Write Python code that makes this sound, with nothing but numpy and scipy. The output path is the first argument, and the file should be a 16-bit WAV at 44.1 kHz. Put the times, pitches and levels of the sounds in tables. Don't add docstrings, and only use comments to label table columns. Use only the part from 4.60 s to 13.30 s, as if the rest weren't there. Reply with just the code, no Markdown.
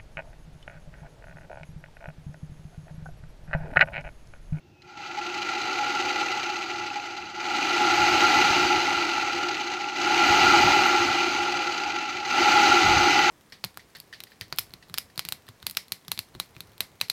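import sys
import numpy as np
from scipy import signal
from scipy.io import wavfile
from scipy.ndimage import uniform_filter1d

SR = 44100
rng = np.random.default_rng(int(sys.argv[2]) if len(sys.argv) > 2 else 0)


def volts(x):
    e = np.asarray(x, float) / 20
    return 10 ** e


def put_to_file(sound):
    columns = np.atleast_2d(sound).T
    safe = np.clip(columns, -1, 1)
    whole_steps = np.round(safe * 32767)
    wavfile.write(sys.argv[1], SR, whole_steps.astype(np.int16))


N = 383669

# f/Hz, level/dB
YARD_SPECTRUM = [(25, -34), (70, -9), (150, -10), (250, -8), (500, -16), (800, -15), (1100, -24),
                 (2700, -23), (6000, -29), (8800, -42), (15500, -41)]
# f/Hz, width/Hz, level/dB
YARD_MODES = [(355, 20, 5), (810, 50, -8), (1380, 60, -15), (2750, 100, -14)]
# pulled t/s, released t/s, goal whine f/Hz, spin-up time/s, spin-up exponent/1
SQUEEZES = [
    (.28073, 1.57684, 8124.98, .583759, 1.11325),
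    (2.73215, 3.88901, 13572.4, .340858, .863915),
    (5.33644, 5.95165, 16420.8, .249423, .853913),
    (7.64475, 8.11579, 16870.5, .184556, .905251),
]
# t/s, level over the stream/dB, half length/s
GUSTS = [(.8, -1, .1), (1.5, 3, .05), (3.42, 15, .04), (3.536, 17, .025), (3.93, 18, 0.029), (4.08, 0, .03),
         (4.18, 8, .03), (5.696, 15, 0.027), (5.84, 8, 0.076), (6.055, 14, 0.064), (6.2, 1, .03),
         (6.29, 4, .02), (8.11, 4, .04), (8.26, 8, 0.024), (8.357, 8, .06), (8.64, 6, .025)]
# f/Hz, level/dB
BUFFET_SPECTRUM = [(12, -42), (20, -9), (96, 4.5), (174, -0.5), (240, -6), (310, -5), (530, -120)]
# f/Hz, level/dB
WHINE_LEVEL = [(2500, -90), (6500, -66), (8000, -67.5), (10000, -69), (11500, -65.5), (12800, -61.5),
               (15500, -60.5)]
# f/Hz, level/dB
SHAFT_LEVEL = [(300, -75), (420, -58), (500, -52), (540, -53), (600, -60), (700, -75)]
# t/s, f/Hz, level/dB
STALL = [(.1, 2600, -85), (.135, 2580, -70), (.19, 2530, -62), (.26, 2510, -66), (.32, 2500, -85)]
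# f/Hz, width/Hz, level/dB
SHELL_MODES = [(307.3, 59, -11), (351.5, 18, -1.5), (381.7, 11, -8.5), (766, 56.5, -6), (832, 29.4, 2.5),
               (1330, 165, -17), (1376.7, 61, -1)]
# f/Hz, level/dB
SHELL_BASE = [(50, -57), (100, -28.5), (240, -25.5), (420, -23), (560, -25), (680, -25), (920, -15),
              (1050, -23), (1200, -16.5), (1500, -17.5), (1750, -22), (1900, -56)]
# f/Hz, width/Hz, level/dB
GEAR_MODES = [(1992, 80, 0), (2417, 81, -1), (2665, 18, 1), (2820, 36, -1.5), (2990, 150, -7),
              (3480, 17, -9), (4105, 100, -7.5), (4640, 35, -14), (4710, 72, -5), (5200, 79, -10.5),
              (6093, 89, -11), (6700, 36, -22), (7710, 85, -19.5)]
# f/Hz, level/dB
GEAR_BASE = [(1000, -48), (1600, -11.5), (1830, -12), (2000, -1), (2900, -3.5), (3450, -9.5), (4050, -5.5),
             (4800, -9.5), (5600, -16), (6300, -11.5), (7300, -21), (7850, -41), (8000, -35), (9000, -60)]
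# f/Hz, width/Hz, depth/1
FLOOR_NOTCH = (5040, 160, .95)
# f/Hz, level/dB
HISS_BASE = [(7000, -30), (7800, -8), (8300, -10), (9500, -13), (10200, -16), (11400, -17), (13000, -16),
             (13700, -18), (14200, -13), (15600, -12)]
# f/Hz, width/Hz, level/dB
HISS_MODES = [(8490, 80, -9), (9110, 250, -13), (9700, 100, -14), (10700, 300, -14), (11900, 170, -15),
              (12400, 250, -14), (14800, 500, -11)]
# f/Hz, width/Hz, level/dB
KNOCK_MODES = [(356, 29, -7), (2120, 130, 1.5), (2630, 80, 21), (2610, 220, 23), (4230, 300, 0),
               (4640, 140, -18)]
# level at cruise/dB, slope/(dB/octave), bend/(dB/octave^2)
BOOM_LAW = (-28, 9.7, 1.45)
GEAR_LAW = (-30.5, 7.87, 0.83)
HISS_LAW = (-59.5, 10.8, 1.1)
AIR_LAW = (-58, 10.2, 6.3)
# t/s, level/dB
TOOL_LEVEL = [(.2, -15), (.4, -1), (.6, 0.5), (1.5, 0.16), (2.6, 0.5), (2.77, -1), (2.84, -0.4), (3.1, -0.64),
              (3.7, .8), (4.2, -0.9), (5.1, 0.7), (5.45, 0.14), (6.1, -0.04), (6.7, -0.54), (7.6, 0.85),
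              (7.8, 0.4), (8.1, -1.6), (8.7, 2.2)]
# (f/Hz, width/Hz, level/dB)
TRIGGER = (.2195, -50.5, [(2100, 300, -6), (3000, 300, -9), (4150, 200, 0), (4750, 250, -4)])
# t/s, peak level/dB
CLICKS = [(0.374, -29), (0.413, -37), (0.4339, -29), (0.614, -22), (0.6988, -22), (0.78, -27), (1.958, -20),
          (2.028, -20), (2.3023, -21), (2.3984, -22), (2.5042, -33), (2.6249, -25), (2.6589, -32),
          (2.804, -26), (2.972, -20), (4.538, -20), (5.243, -17)]
# t/s, level/dB
THUDS = [
    (.568, -42),
    (2.352, -45.5),
]

CREEP_HZ, CRUISE_HZ = 1310.54, 8000
COAST_S, FRICTION_HZ = 2.13967, 4000.04
WHINES_PER_STROKE, FIRST_STROKE = 380, -.1793


def evened(x):
    return x / np.sqrt(np.mean(x ** 2) + 1e-20)


def curve(rows, column=1):
    rows = np.array(rows)
    return np.interp(np.arange(N) / SR, rows[:, 0], rows[:, column])


def colour(x, base, modes=(), base_db=0, notch=(1, 1, 0)):
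    hz = np.fft.rfftfreq(16384, 1 / SR)
    f, db = np.transpose(base)
    power = volts(np.interp(np.log(hz + 1), np.log(f), db, -120, -120) + base_db) ** 2
    for centre_hz, width_hz, peak_db in modes:
        detuning = 1.6 * (hz - centre_hz) / width_hz
        power = power + volts(peak_db) ** 2 / (1 + detuning ** 2) ** 1.5
    notch_hz, notch_width_hz, depth = notch
    power = power * (1 - np.clip(depth, 0, .97) / (1 + (2 * (hz - notch_hz) / notch_width_hz) ** 2))
    log_gain = np.log(power + 1e-10) / 2
    log_gain = np.r_[log_gain, log_gain[-2:0:-1]]
    taps = np.fft.ifft(np.exp(np.conj(signal.hilbert(log_gain)))).real[:6000]
    return signal.oaconvolve(x, taps / np.linalg.norm(taps))[:N]


def flutter(size):
    noise = rng.standard_normal(N)
    return evened(uniform_filter1d(uniform_filter1d(noise, size), size))


def yard():
    level = volts(-58 + 1.0 * flutter(size=2000))
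    return level * colour(rng.standard_normal(N), YARD_SPECTRUM, YARD_MODES)


def speed():
    t, hz = np.arange(N) / SR, np.full(N, CREEP_HZ)
    for pulled, released, goal_hz, spin_s, shape in SQUEEZES:
        held = np.clip(t - pulled, 0, released - pulled)
        start_hz = hz[round(pulled * SR)]
        driven = goal_hz - (goal_hz - start_hz) * np.exp(-(held / spin_s) ** shape)
        coast = np.exp(-np.maximum(t - released, 0) / COAST_S)
        hz = np.where(t > pulled, (driven + FRICTION_HZ) * coast - FRICTION_HZ, hz)
    return hz


def loudness(law, hz):
    cruise_db, slope_db, bend_db = law
    octaves = np.log2(hz / CRUISE_HZ)
    return volts(cruise_db + slope_db * octaves + bend_db * octaves ** 2)


def buffet():
    t = np.arange(N) / SR
    keep = np.exp(-1 / (0.18 * SR))
    whine_hz = speed()
    stream_hz = CREEP_HZ + signal.lfilter([1 - keep], [1, -keep], whine_hz - CREEP_HZ)
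    puffs_db = sum(db * np.exp(-((t - s) / half) ** 2) for s, db, half in GUSTS)
    lumps = loudness(AIR_LAW, np.maximum(stream_hz, 4000)) * volts(puffs_db + 3.9 * flutter(size=1500))
    air = colour(rng.standard_normal(N), BUFFET_SPECTRUM)
    deep = signal.sosfiltfilt(signal.butter(2, 50, fs=SR, output="sos"), air)
    weak = np.clip((12000 - whine_hz) / 3000, 0, 1)
    return lumps * (air - weak * deep)


def tone(hz):
    return np.sin(2 * np.pi * np.cumsum(hz) / SR)


def whine():
    hz = speed()
    bar_db = np.interp(hz, *np.transpose(WHINE_LEVEL)) + 3.5 * flutter(size=900)
    bars = volts(bar_db) * tone(hz * (1 + .0025 * flutter(size=200)))
    shaft_hz = hz / 14.4
    shaft_db = np.interp(shaft_hz, *np.transpose(SHAFT_LEVEL)) + 2.0 * flutter(size=2000)
    shaft = volts(shaft_db) * tone(shaft_hz)
    stall_db = curve(STALL, column=2) + 3 * flutter(size=250)
    stall = volts(stall_db) * tone(curve(STALL) + 25 * flutter(size=150))
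    return np.sqrt(2) * (bars + shaft + stall)


def rattle(per_s, spread_db):
    tick_level = volts(spread_db * np.minimum(rng.exponential(1, N), 4))
    ticks = (rng.random(N) < per_s / SR) * tick_level * rng.choice([-1, 1], N)
    return evened(evened(ticks) + 1.12 * rng.standard_normal(N))


def bump(phase, start, length):
    u = (phase - start) % 1 / length
    rise = np.minimum(u / .06, 1)
    fall = (1 - .45 * u) * np.sqrt(np.clip(1 - u ** 3, 0, 1))
    return np.where(u < 1, rise * fall, 0)


def slide_gate(stroke, slack):
    drag_db = 5.5 * bump(stroke, .76, .24) - 1.5 * bump(stroke, .03, .17) + 1.5 * bump(stroke, .5, .22)
    scrape_db = slack * (drag_db + 1.2 * flutter(size=300))
    turn_db = 2.2 * bump(stroke, .19, .15)
    gate = volts(scrape_db + turn_db)
    return gate / np.sqrt(uniform_filter1d(gate ** 2, size=6000))


def guide_knocks(stroke):
    at = np.nonzero(np.diff(np.floor(stroke - .22)) > 0)[0]
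    blows = np.zeros(N)
    blows[at] = volts(3.0 * rng.standard_normal(len(at))) * np.sqrt(SR / 40)
    return volts(-14.5) * colour(blows, [(200, -42), (1800, -34), (7000, -25), (9000, -53)], KNOCK_MODES)


def jigsaw():
    whine_hz = speed()
    stroke = FIRST_STROKE + np.cumsum(whine_hz) / SR / WHINES_PER_STROKE + .012 * flutter(size=1500)
    slack = np.clip((11000 - whine_hz) / 3000, .12, 1)
    gate = slide_gate(stroke, slack)
    drive = rattle(1400 * whine_hz / CRUISE_HZ, 2.06) * gate
    boom = colour(rattle(1500, 3.26) * gate ** 0.34, SHELL_BASE, SHELL_MODES, base_db=-1.0)
    gears = colour(drive, GEAR_BASE, GEAR_MODES, base_db=-2.5, notch=FLOOR_NOTCH)
    hiss = colour(rattle(4000, 1.5) * gate ** 0.85, HISS_BASE, HISS_MODES)
    knocks = volts(2.1 * slack) * guide_knocks(stroke)
    body = loudness(BOOM_LAW, whine_hz) * boom + loudness(HISS_LAW, whine_hz) * hiss
    body += loudness(GEAR_LAW, whine_hz) * (gears + knocks)
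    onset = np.clip((np.arange(N) / SR - .2) / 0.053, 0, 1)
    return body * volts(curve(TOOL_LEVEL)) * onset


def clicks():
    snap, blows, thud = np.zeros((3, N))
    s, db, modes = TRIGGER
    snap[round(s * SR):][:400] = volts(db - np.arange(400) * 0.013) * rng.standard_normal(400)
    for s, db in CLICKS:
        blows[round(s * SR)] = volts(db + 10.5)
    lurch = np.hanning(1100) * np.sin(2 * np.pi * SHELL_MODES[4][0] * np.arange(1100) / SR)
    for s, db in THUDS:
        thud[round(s * SR):][:1100] = volts(db) * lurch
    switch = colour(snap, [(1200, -38), (1900, -10), (7000, -20), (12000, -50)], modes)
    slide = colour(blows, [(1200, -40), (1900, -15), (7000, -40), (12000, -60)], KNOCK_MODES[1:])
    return switch + slide + colour(thud, SHELL_BASE, SHELL_MODES)


def nearby(x):
    echo_db, t60_s = -16, .1
    taps = np.zeros(4400)
    at = np.arange(60, 4380, 20) + rng.integers(0, 20, 216)
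    taps[at] = rng.choice([-1., 1.], 216) * volts(-60 * at / SR / t60_s)
    taps = signal.sosfilt(signal.butter(2, 1800, "high", fs=SR, output="sos"), taps)
    wet = volts(echo_db) * signal.oaconvolve(x, taps / np.linalg.norm(taps))[:N]
    return (x + wet) / np.sqrt(1 + volts(echo_db) ** 2)


def scene():
    tool = jigsaw() + clicks() + whine()
    return (nearby(tool) + buffet() + yard())[None]


def band_limit(x):
    return signal.sosfilt(signal.butter(12, 16590, fs=SR, output="sos"), x)


def record(dry):
    soft = .95 * np.tanh(dry / .95)
    edge = signal.firwin(1201, 15470, window=("kaiser", 9), fs=SR)
    mix = signal.oaconvolve(soft, edge[None], "same")
    return band_limit(mix)


dry = scene()
out = record(dry)
put_to_file(out)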